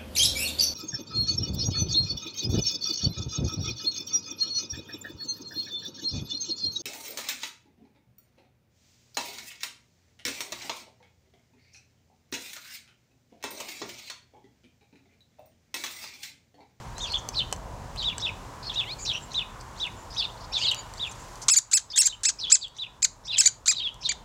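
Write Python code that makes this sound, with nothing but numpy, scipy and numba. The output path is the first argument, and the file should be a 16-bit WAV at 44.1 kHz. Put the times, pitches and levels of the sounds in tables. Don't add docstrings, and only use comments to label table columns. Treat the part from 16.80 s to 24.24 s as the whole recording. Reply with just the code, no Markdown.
import sys
import numpy as np
from scipy import signal
from scipy.fft import rfft, irfft
from scipy.io import wavfile
from scipy.ndimage import uniform_filter1d
from numba import njit

SR = 44100
rng = np.random.default_rng(int(sys.argv[2]) if len(sys.argv) > 2 else 0)


def how_loud(loudness_db):
    steps = np.asarray(loudness_db, float) / 20
    return 10 ** steps


def digitize_waveform(pressure):
    field = np.atleast_2d(pressure).T
    bounded = np.clip(field, -1, 1)
    quanta = np.round(bounded * 32767).astype(np.int16)
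    wavfile.write(sys.argv[1], SR, quanta)


N = 328104

# f/Hz, level per Hz/dB
AIR_SPECTRUM = [(15, -54), (35, 1), (120, -4.5), (317, -14.5), (775, -12.5), (1230, -16), (2350, -27.5),
                (3900, -30), (7300, -28.5), (9500, -40), (16000, -45)]
# f/Hz, width/Hz, level/dB
TRAFFIC_HUMPS = [(45, 20, 3), (114, 22, 5), (985, 120, 6)]
# t/s, rumble level/dB, road roar level/dB
TRAFFIC_DRIFT = [(0, -2.5, -1.5), (0.899, 0, -2), (2, -4, -1.5), (3.199, -5, -3), (4.502, -7, -0.5),
                 (5.999, -2.5, 0.5), (7.44, 0.5, 0.5)]

# t/s, peak level/dB, wood thud minus peak/dB
TICKS = [(0.1811, -26, 1.5), (0.323, -26.5, -2), (0.4884, -16.5, -5), (0.7138, -37, -17),
         (0.7262, -16.5, 4.5), (0.762, -31.5, -11), (1.1605, -32.5, 3), (1.3811, -19, -4),
         (2.81, -33.5, -3), (3.0657, -37, 0), (3.914, -24, -17), (3.9457, -24.5, -6), (4.1373, -33.5, -18),
         (4.484, -42, -8), (4.556, -31, -10), (5.409, -50, -20), (5.881, -42.5, -20), (7.1427, -40, -13)]
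# f/Hz, width/Hz, level/dB
BARK_THUD = [(760, 500, 12), (1350, 2500, 26), (2900, 220, 6)]
# f/Hz, width/Hz, level/dB
BARK_SNAP = [(4500, 780, 17.5), (6030, 680, 19.5), (7680, 1230, 24.5), (11600, 3300, 15)]

# start t/s, length/s, centre f/Hz, width/Hz, level/dB
PUFFS = [(0.172, .11, 6500, 1998, -48), (0.259, 0.051, 4700, 2300, -45.5),
         (0.337, 0.075, 6330, 2000, -52.5), (0.524, .03, 5200, 1200, -48), (1.222, 0.048, 5700, 1800, -55),
         (1.4, .025, 5400, 1500, -44), (1.456, 0.033, 5300, 900, -50), (1.824, .055, 4500, 1230, -46),
         (1.889, .053, 5000, 2296, -57), (2.183, .04, 2380, 300, -55), (2.184, 0.079, 6960, 1190, -45.5),
         (2.186, .04, 4770, 550, -49.5), (2.248, .038, 5400, 1620, -37), (2.8, 0.017, 4800, 700, -52.5),
         (2.323, .06, 5700, 500, -46.5), (2.395, 0.085, 7460, 600, -56.5), (2.52, 0.05, 6200, 1500, -52),
         (2.996, 0.027, 5430, 2000, -42.5), (3.3, 0.047, 4960, 1100, -50), (3.152, 0.11, 7130, 600, -60.5),
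         (3.342, 0.036, 5900, 1487, -47), (3.723, .1, 4860, 1934, -43), (3.771, .11, 6700, 2000, -43),
         (3.909, 0.024, 6900, 3000, -43), (3.95, 0.067, 6930, 450, -49.5), (3.951, 0.053, 2330, 300, -56),
         (3.952, .065, 4670, 300, -48.5), (4.134, .06, 7560, 800, -59), (3.6, 0.057, 4800, 1800, -51),
         (4.258, .05, 7150, 500, -51), (4.31, 0.017, 6800, 3500, -45.5), (4.37, .08, 7000, 2500, -54),
         (4.9, .08, 6900, 900, -57), (4.615, 0.029, 5950, 4500, -40), (5.585, 0.027, 5330, 900, -40),
         (5.1, 0.023, 4968, 700, -40.5), (5.963, 0.03, 5900, 2000, -55), (6.446, 0.047, 5350, 1400, -48.5),
         (7.205, 0.094, 5400, 1620, -47.5), (7.274, 0.059, 3200, 900, -38)]
# start t/s, length/s, from f/Hz, to f/Hz, level/dB
SLIDES = [(.15, 0.064, 3910, 4240, -45), (1.921, 0.068, 2500, 2900, -43), (2.054, .088, 2800, 4360, -34.5),
          (2.059, 0.067, 1950, 2480, -42), (2.068, 0.053, 4000, 4960, -45.5),
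          (2.09, 0.035, 5700, 6700, -60), (2.323, 0.025, 2360, 2950, -34.5), (3.487, .019, 2790, 3440, -46),
          (3.563, 0.02, 2930, 4540, -50), (3.628, 0.022, 3000, 3770, -54), (3.717, .016, 4600, 4700, -43),
          (3.72, 0.019, 5350, 5500, -33), (3.746, 0.048, 3400, 2300, -39.5),
          (3.792, 0.028, 2300, 3050, -37), (3.8, .02, 4100, 4500, -41), (3.803, .02, 4700, 5000, -33),
          (3.836, 0.029, 3950, 3270, -22), (5.811, 0.024, 4750, 4400, -34),
          (5.823, 0.034, 3900, 3270, -32.5), (7.018, 0.061, 3850, 3270, -26), (7.218, .02, 5400, 5350, -40)]
# jump t/s, length/s, top f/Hz, end f/Hz, level/dB
CHEEPS = [(0.291, 0.044, 4220, 4270, -32), (0.545, 0.054, 4500, 3620, -25), (1.167, 0.054, 4250, 3650, -30),
          (1.847, 0.039, 4410, 4370, -35), (2.258, 0.058, 4104, 3200, -24.5),
          (3.366, 0.041, 5010, 4500, -28), (3.727, .056, 3970, 3320, -24.5),
          (3.812, 0.026, 4750, 4200, -26), (3.853, .05, 4300, 3726, -23), (5.279, 0.036, 4060, 3600, -37.5),
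          (5.597, 0.056, 4500, 3315, -29.5), (5.808, 0.033, 4150, 3840, -37),
          (6.505, 0.044, 4150, 4010, -30), (6.946, 0.053, 4190, 3665, -29), (7.23, 0.04, 4200, 3694, -27)]
# start t/s, length/s, top f/Hz, level/dB, hoarseness/0-1
HUMPS = [(0.332, 0.043, 3450, -23.5, 0.48), (0.6, 0.028, 3150, -27, 0.35),
         (1.221, 0.026, 3230, -31.5, 0.28), (1.89, 0.033, 3470, -29, 0.58), (2.343, 0.04, 3115, -31, 0.85),
         (3.417, 0.043, 4010, -30, 0.64), (3.812, 0.033, 3120, -24, 0.48), (3.834, 0.021, 2380, -42, .4),
         (3.864, 0.025, 3130, -29.5, 0.48), (3.904, 0.038, 3185, -24.5, 0.45),
         (5.323, 0.028, 3230, -37.5, 0.32), (5.659, 0.056, 3450, -34, 0.52),
         (5.855, 0.02, 3300, -37.5, 0.43), (6.551, 0.035, 3310, -23.5, 0.36), (6.919, 0.031, 4000, -33, .5),
         (6.997, 0.033, 3240, -30, 0.38), (7.07, 0.032, 3180, -33, 0.45)]
# t/s, f/Hz, level/dB, overtone level/dB
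NEAR_CALL = [
    (-.04, 1900, -44, 12),
    (-.018, 2050, -33, 13),
    (-.006, 2550, -31, 15),
    (-.003, 2750, -27, -6),
    (0, 3250, -12, -18),
    (.007, 3750, -4.5, -30),
    (.02, 3950, -4, -38),
    (.037, 3520, 0, -30),
    (.048, 3340, -2, -28),
    (.052, 2450, -9, -24),
]
# start t/s, length up to the break/s, pitch factor, level/dB, ending level/dB
NEAR_REPEATS = [(0.202, 0.06, .97, -31.5, -5), (1.239, 0.061, 0.99, -25, -10),
                (1.421, 0.044, 1.003, -26.5, -2), (1.956, 0.055, 0.99, -24, -8),
                (2.543, 0.053, 1.017, -24.5, -5), (2.999, 0.046, 1.003, -27.5, -3),
                (3.365, 0.056, 0.99, -26.5, -8), (4.196, .055, 0.992, -27.5, -5),
                (5.132, 0.053, 0.95, -30.5, -31.5), (5.985, 0.053, 1.016, -31, -7.5),
                (6.477, 0.046, 0.99, -30, 0)]

# start t/s, length/s, top f/Hz, level/dB, place of the top/0-1
ARCHES = [(4.694, 0.056, 2630, -22, 0.4), (4.758, 0.034, 2375, -26.5, 0.45),
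          (4.929, 0.055, 2640, -23, 0.43), (5.174, 0.052, 2750, -20.5, 0.52),
          (5.251, 0.027, 2508, -25.5, 0.45), (5.449, 0.047, 2647, -19, 0.6),
          (5.715, 0.046, 2628, -19.5, 0.49), (6.225, 0.031, 2544, -21.5, 0.4),
          (6.579, 0.036, 2680, -16, 0.6), (6.655, 0.025, 2382, -19, 0.6), (6.876, 0.044, 2496, -17, 0.5),
          (7.288, 0.037, 2395, -20, 0.43)]
# start t/s, length/s, f/Hz, level/dB, roughness/0-1
RASPS = [(4.683, 0.012, 1252, -21, 0.6), (4.693, 0.011, 1350, -25, 0.67), (4.746, 0.029, 1575, -35.5, 0.57),
         (4.783, 0.019, 1500, -39, 0.65), (4.913, 0.04, 1506, -36.5, 0.6),
         (4.972, 0.018, 1636, -32.5, 0.47), (4.984, 0.027, 1340, -49, .9), (5.159, 0.036, 1710, -32, 0.47),
         (5.213, 0.081, 1880, -33.5, 0.6), (5.274, 0.018, 1450, -37, 0.24),
         (5.433, 0.039, 1565, -34.5, 0.7), (5.487, 0.024, 1602, -30.5, 0.7),
         (5.699, 0.035, 1433, -35.5, 0.9), (5.754, 0.022, 1350, -38, 0.63),
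         (6.221, 0.012, 1377, -40.5, 0.95), (6.247, 0.018, 1496, -33.5, 0.46),
         (6.57, 0.024, 1570, -44, 0.7), (6.612, 0.013, 1500, -26, 0.3), (6.621, 0.063, 1984, -34, 0.5),
         (6.67, 0.029, 1574, -35, 0.27), (6.858, 0.047, 1436, -35.5, 0.5), (6.918, 0.016, 1290, -35, 0.46),
         (7.32, 0.01, 1480, -40, 0.5)]
# t/s, level above 9 kHz/dB, mid-call overtone level/dB,
# level change across a call/dB
FACING = [(4.7, -2, 7, -6.5), (4.77, 1, 10, -12), (4.94, 2.5, 6.5, -11), (5.18, 5, 8.5, -7.5),
          (5.26, -1, 11, -3), (5.45, -5.5, -0.5, -4.5), (5.72, -17.5, 8.5, -16.5), (6.231, 0, 0, -1),
          (6.58, -1, 3.5, 0.5), (6.66, -4.5, 2.5, -3), (6.88, 0.5, -5, -3.5), (7.29, -11, -15, -7.5)]
# f/Hz, level/dB
THROAT = [(1200, -10.5), (2600, -16), (4000, -2.5), (5300, -8.5), (6500, 2), (7600, 0.5), (8400, -13.5),
          (9500, -21.5), (12000, -30.5), (15500, -42.5)]

LEAD_S, LEAD_HZ, LEAD_DB, JUMP_S, JUMP_DB = 0.018, 2450, -19.5, 0.014, -5
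FALL_S, FALL_DB = 0.0129, -16
OVERTONES_DB = -31
HUMP_START, HUMP_END, HUMP_CREST = 0.8, 0.84, 0.35
FOOT, RISE_BEND, DROP_BEND = 0.45, 3.0, 2.4


def wobble(n, rate_hz):
    k = max(int(SR / rate_hz), 1)
    v = rng.standard_normal(n + 2 * k)
    v = uniform_filter1d(uniform_filter1d(v, k), k)[k:k + n]
    return v * np.sqrt(1.5 * k)


def on_log(hz, table):
    t = np.array(table, float)
    return np.interp(np.log(np.maximum(hz, 1)), np.log(t[:, 0]), t[:, 1])


def ring(x, hz, width):
    return signal.lfilter(*signal.iirpeak(hz, hz / width, fs=SR), x)


def fade(n, rise_s, fall_s):
    t = np.arange(n) / SR
    return np.clip(t / rise_s, 0, 1) * np.clip(t[::-1] / fall_s, 0, 1)


def add(out, s, piece):
    i = int(s * SR)
    out[i:i + len(piece)] += piece[:N - i]


def echoes(x, t60, wet_db, delay_s):
    t = np.arange(int(0.6 * SR)) / SR
    tail = rng.standard_normal(len(t)) * how_loud(-60 * t / t60) * np.clip(t / delay_s, 0, 1)
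    leaves = signal.butter(2, 8500, fs=SR, output="sos")
    tail = signal.sosfilt(leaves, tail)
    tail /= np.sqrt(np.sum(tail ** 2))
    return x + how_loud(wet_db) * signal.fftconvolve(x, tail)[:N]


def marsh():
    hz, t = np.fft.rfftfreq(N, 1 / SR), np.arange(N) / SR
    noise = rfft(rng.standard_normal(N)) * how_loud(on_log(hz, AIR_SPECTRUM)) * (hz > 18)
    noise *= how_loud(sum(db * np.exp(-((hz - f) / width) ** 2) for f, width, db in TRAFFIC_HUMPS))
    noise *= how_loud(-39) / np.std(irfft(noise, N))

    drift_s, rumble_db, roar_db = np.transpose(TRAFFIC_DRIFT)
    octave = np.log2(np.maximum(hz, 20) / 20)
    out = 0
    for centre in np.arange(0, 11.0):
        low = np.clip(2 - centre / 3.32, 0, 1)
        db = np.interp(t, drift_s, low * rumble_db + (1 - low) * roar_db) + 1.1 * wobble(N, 4)
        band = np.clip(1 - np.abs(octave - centre), 0, 1)
        out = out + how_loud(db) * irfft(noise * band, N)

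    whine = np.sin(2 * np.pi * 10800 * t + 1.5 * wobble(N, 16))
    return out + how_loud(-75) * np.sqrt(2) * whine


def wings():
    start_s, beats_per_s, stroke_s, level_db = 4.218, 23, 0.022, -54
    centre_hz, width_hz = 6400, 6100
    out, n = np.zeros(N), int(stroke_s * SR)
    for beat in range(9):
        swish = ring(rng.standard_normal(n), centre_hz, width_hz)
        swish = ring(swish, centre_hz, width_hz)
        db = level_db - 0.63 * beat + 1.3 * rng.standard_normal()
        stroke = how_loud(db) * np.hanning(n) ** 0.5 * swish / np.std(swish)
        add(out, start_s + beat / beats_per_s, stroke)
    return out


def ticks():
    out, t = np.zeros(N), np.arange(1200) / SR
    for s, db, thud_db in TICKS:
        scrape = rng.standard_normal(len(t)) * np.exp(-t / 0.001)
        for body, more_db in ((BARK_SNAP, 0), (BARK_THUD, thud_db - 4.5)):
            sound = np.zeros(len(t))
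            for hz, width, gain_db in body:
                sound += how_loud(gain_db) * ring(ring(scrape, hz, width), hz, width) * 1000 / width
            add(out, s, how_loud(db + more_db) * sound / np.abs(sound).max())
    return echoes(out, 0.06, -12, 0.003)


def whistle(hz, db, over_db, rough):
    n = len(hz)
    pitch = uniform_filter1d(hz, 90, mode="nearest")
    phase = 2 * np.pi * np.cumsum(pitch * (1 + 0.09 * rough * wobble(n, 325))) / SR
    second = wobble(n, 610) * np.sin(2 * phase)
    third = np.interp(pitch, [2400, 3000], [0.6, 0.12]) * wobble(n, 1240) * np.sin(3 * phase)
    breath = how_loud(-21.0 + 7.9 * rough) * wobble(n, 2900) * np.sin(1.1 * phase)
    tone = np.sin(phase) + how_loud(over_db) * (second + third) + breath
    flutter = np.clip(1 - rough, 0, 1) + 1.14 * rough * wobble(n, 436)
    return np.sqrt(2) * how_loud(db) * fade(n, 0.0013, 0.0018) * flutter * tone


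def cheep(length, top_hz, end_hz, db):
    t = np.arange(-LEAD_S, length + FALL_S, 1 / SR)
    jump = np.sin(np.pi / 2 * np.clip(t / JUMP_S, 0, 1))
    sag = np.clip((t - JUMP_S) / (length - JUMP_S), 0, 1) ** 0.8
    fall = np.clip((t - length) / FALL_S, 0, 1)
    hz = LEAD_HZ + (1 - fall) * (jump * (top_hz - LEAD_HZ) + sag * (end_hz - top_hz))

    swell_s = [-LEAD_S, 0, JUMP_S, 0.5 * (length + JUMP_S)]
    swell_db = np.interp(t, swell_s, [LEAD_DB - 19.5, LEAD_DB, JUMP_DB, 0])
    level_db = db + FALL_DB * np.sqrt(fall) + swell_db
    twin = jump * (1 - fall) * whistle(1.14 * hz, level_db - 8, OVERTONES_DB, 0.5)
    return whistle(hz, level_db, OVERTONES_DB, 0.28) + twin


def hump(length, top_hz, db, rough, end):
    u = np.linspace(0, 1, int(length * SR))
    feet = [np.sqrt(1 - min(HUMP_START, 1)), 0, np.sqrt(1 - min(end, 1))]
    drop = np.interp(u, [0, HUMP_CREST, 1], feet) ** 2
    attack_db = -24 * np.clip(1 - u / 0.14, 0, 1)
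    return whistle(top_hz * (1 - drop), db - 6 * u ** 2 + attack_db, OVERTONES_DB, rough)


def slide(length, from_hz, to_hz, db):
    u = np.linspace(0, 1, int(length * SR))
    swell_db = -13 * np.interp(u, [0, 0.92, 1], [1, 0, 1]) ** 2
    hz = from_hz + (to_hz - from_hz) * np.sin(np.pi * u / 2) ** 2
    return whistle(hz, db + swell_db, -40, 0.082)


def puff(length, centre_hz, width, db):
    n = int(length * SR)
    hiss = rng.standard_normal(n)
    for _ in range(3):
        hiss = ring(hiss, centre_hz, width)
    level = how_loud(db + 3 * wobble(n, 74))
    return level * fade(n, 0.15 * length, 0.2 * length) * hiss / np.std(hiss)


def nearest_sparrow(out):
    rise_s, break_s = 0.008, 0.05
    s, hz, db, over_db = np.transpose(NEAR_CALL)
    for start, length, factor, call_db, end_db in NEAR_REPEATS:
        when = s + np.clip((s - rise_s) / (break_s - rise_s), 0, 1) * (length - break_s)
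        t = np.arange(when[0], when[-1], 1 / SR)
        pitch = factor * np.interp(t, when, hz)
        level_db = call_db + np.interp(t, when, db)
        rough = 0.08 + 0.7 * (t < 0)
        add(out, start + when[0], whistle(pitch, level_db, np.interp(t, when, over_db), rough))
        add(out, start + length, hump(0.034, factor * 2920, call_db + end_db, 0.27, 0.74))


def sparrows():
    out = np.zeros(N)
    for start, *note in CHEEPS:
        add(out, start - LEAD_S, cheep(*note))
    for start, *note in HUMPS:
        add(out, start, hump(*note, HUMP_END))
    nearest_sparrow(out)
    for start, *breath in PUFFS:
        add(out, start, puff(*breath))
    near = echoes(out, 0.075, -9, 0.003)
    for start, *note in SLIDES:
        add(near, start, slide(*note))
    return echoes(near, 0.39, -20.5, 0.017)


def voice(hz, rough, overtone_db):
    n = len(hz)
    phase = 2 * np.pi * np.cumsum(hz * (1 + 0.098 * rough * wobble(n, 730))) / SR
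    out = np.zeros(n)
    for k in range(1, 12):
        gain_db = on_log(k * hz, THROAT) + overtone_db * np.clip((k - 1) / 2, 0, 1.5)
        gain = how_loud(gain_db) * (k * hz < 16000)
        rough_k = rough * min(k / 3, 1)
        flutter = 1 - rough_k + rough_k * wobble(n, 1500)
        out += gain * flutter * np.sin(k * phase + 2 * np.pi * rng.random())
    return out * np.sqrt(2)


def arch(length, top_hz, db, crest, overtone_db, tire_db):
    u = np.linspace(0, 1, int(length * SR))
    off = np.interp(u, [0, np.clip(crest, 0.1, 0.9), 1], [-1, 0, 1])
    bend = np.where(off < 0, RISE_BEND, DROP_BEND)
    hz = top_hz * (FOOT + (1 - FOOT) * (1 - np.abs(off) ** bend) ** 0.78)
    middle_db = overtone_db * np.clip((u - 0.15) / 0.19, 0, 1) * np.clip((1 - u) / 0.19, 0.3, 1)
    rough = 0.045 + 0.4 * np.abs(off) ** 5
    level = how_loud(db + tire_db * (u - 0.5)) * fade(len(u), 0.0065, 0.005)
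    return level * how_loud(2.4 * wobble(len(u), 210)) * voice(hz, rough, middle_db)


def rasp(length, hz, db, rough):
    n = int(length * SR)
    pitch = hz * (1 + 0.07 * wobble(n, 151))
    level = how_loud(db + 4.5) * fade(n, 0.0007, 0.5 * length)
    return level * voice(pitch, np.clip(1.26 * rough, 0, 1), 0.6)


def woodpecker():
    out = np.zeros(N)
    turn_s, top_db, turn_db, tire_db = np.transpose(FACING)
    for s, *call in ARCHES:
        add(out, s, arch(*call, np.interp(s, turn_s, turn_db), np.interp(s, turn_s, tire_db)))
    for s, *scrap in RASPS:
        add(out, s, rasp(*scrap))
    out = signal.sosfilt(signal.butter(4, 880, "high", fs=SR, output="sos"), out)
    top = signal.sosfiltfilt(signal.butter(6, 9000, "high", fs=SR, output="sos"), out)
    out = out + (how_loud(np.interp(np.arange(N) / SR, turn_s, top_db)) - 1) * top
    return echoes(out, 0.23, -21.0, 0.0014)


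@njit
def follow(x, attack, release):
    e, y = 0., np.empty(len(x))
    for i in range(len(x)):
        e += (x[i] - e) * (attack if x[i] > e else release)
        y[i] = e
    return y


def scene():
    near = woodpecker()
    attack_s, release_s = 0.0023, 0.9
    loud = follow(np.abs(near), 1 / (attack_s * SR), 1 / (release_s * SR))
    gain = np.minimum(1, (0.049 / (loud + 1e-9)) ** 0.82)
    mix = near + sparrows() + ticks() + wings() + gain * marsh()
    return mix[None]


def low_pass(x):
    return signal.sosfilt(signal.butter(12, 16450, fs=SR, output="sos"), x)


def record(dry):
    ceiling, top_hz = 0.9, 15850
    rounded = ceiling * np.tanh(dry / ceiling)
    cut = signal.sosfilt(signal.ellip(10, 0.2, 80, top_hz, fs=SR, output="sos"), rounded)
    return low_pass(cut)


dry = scene()
out = record(dry)
digitize_waveform(out)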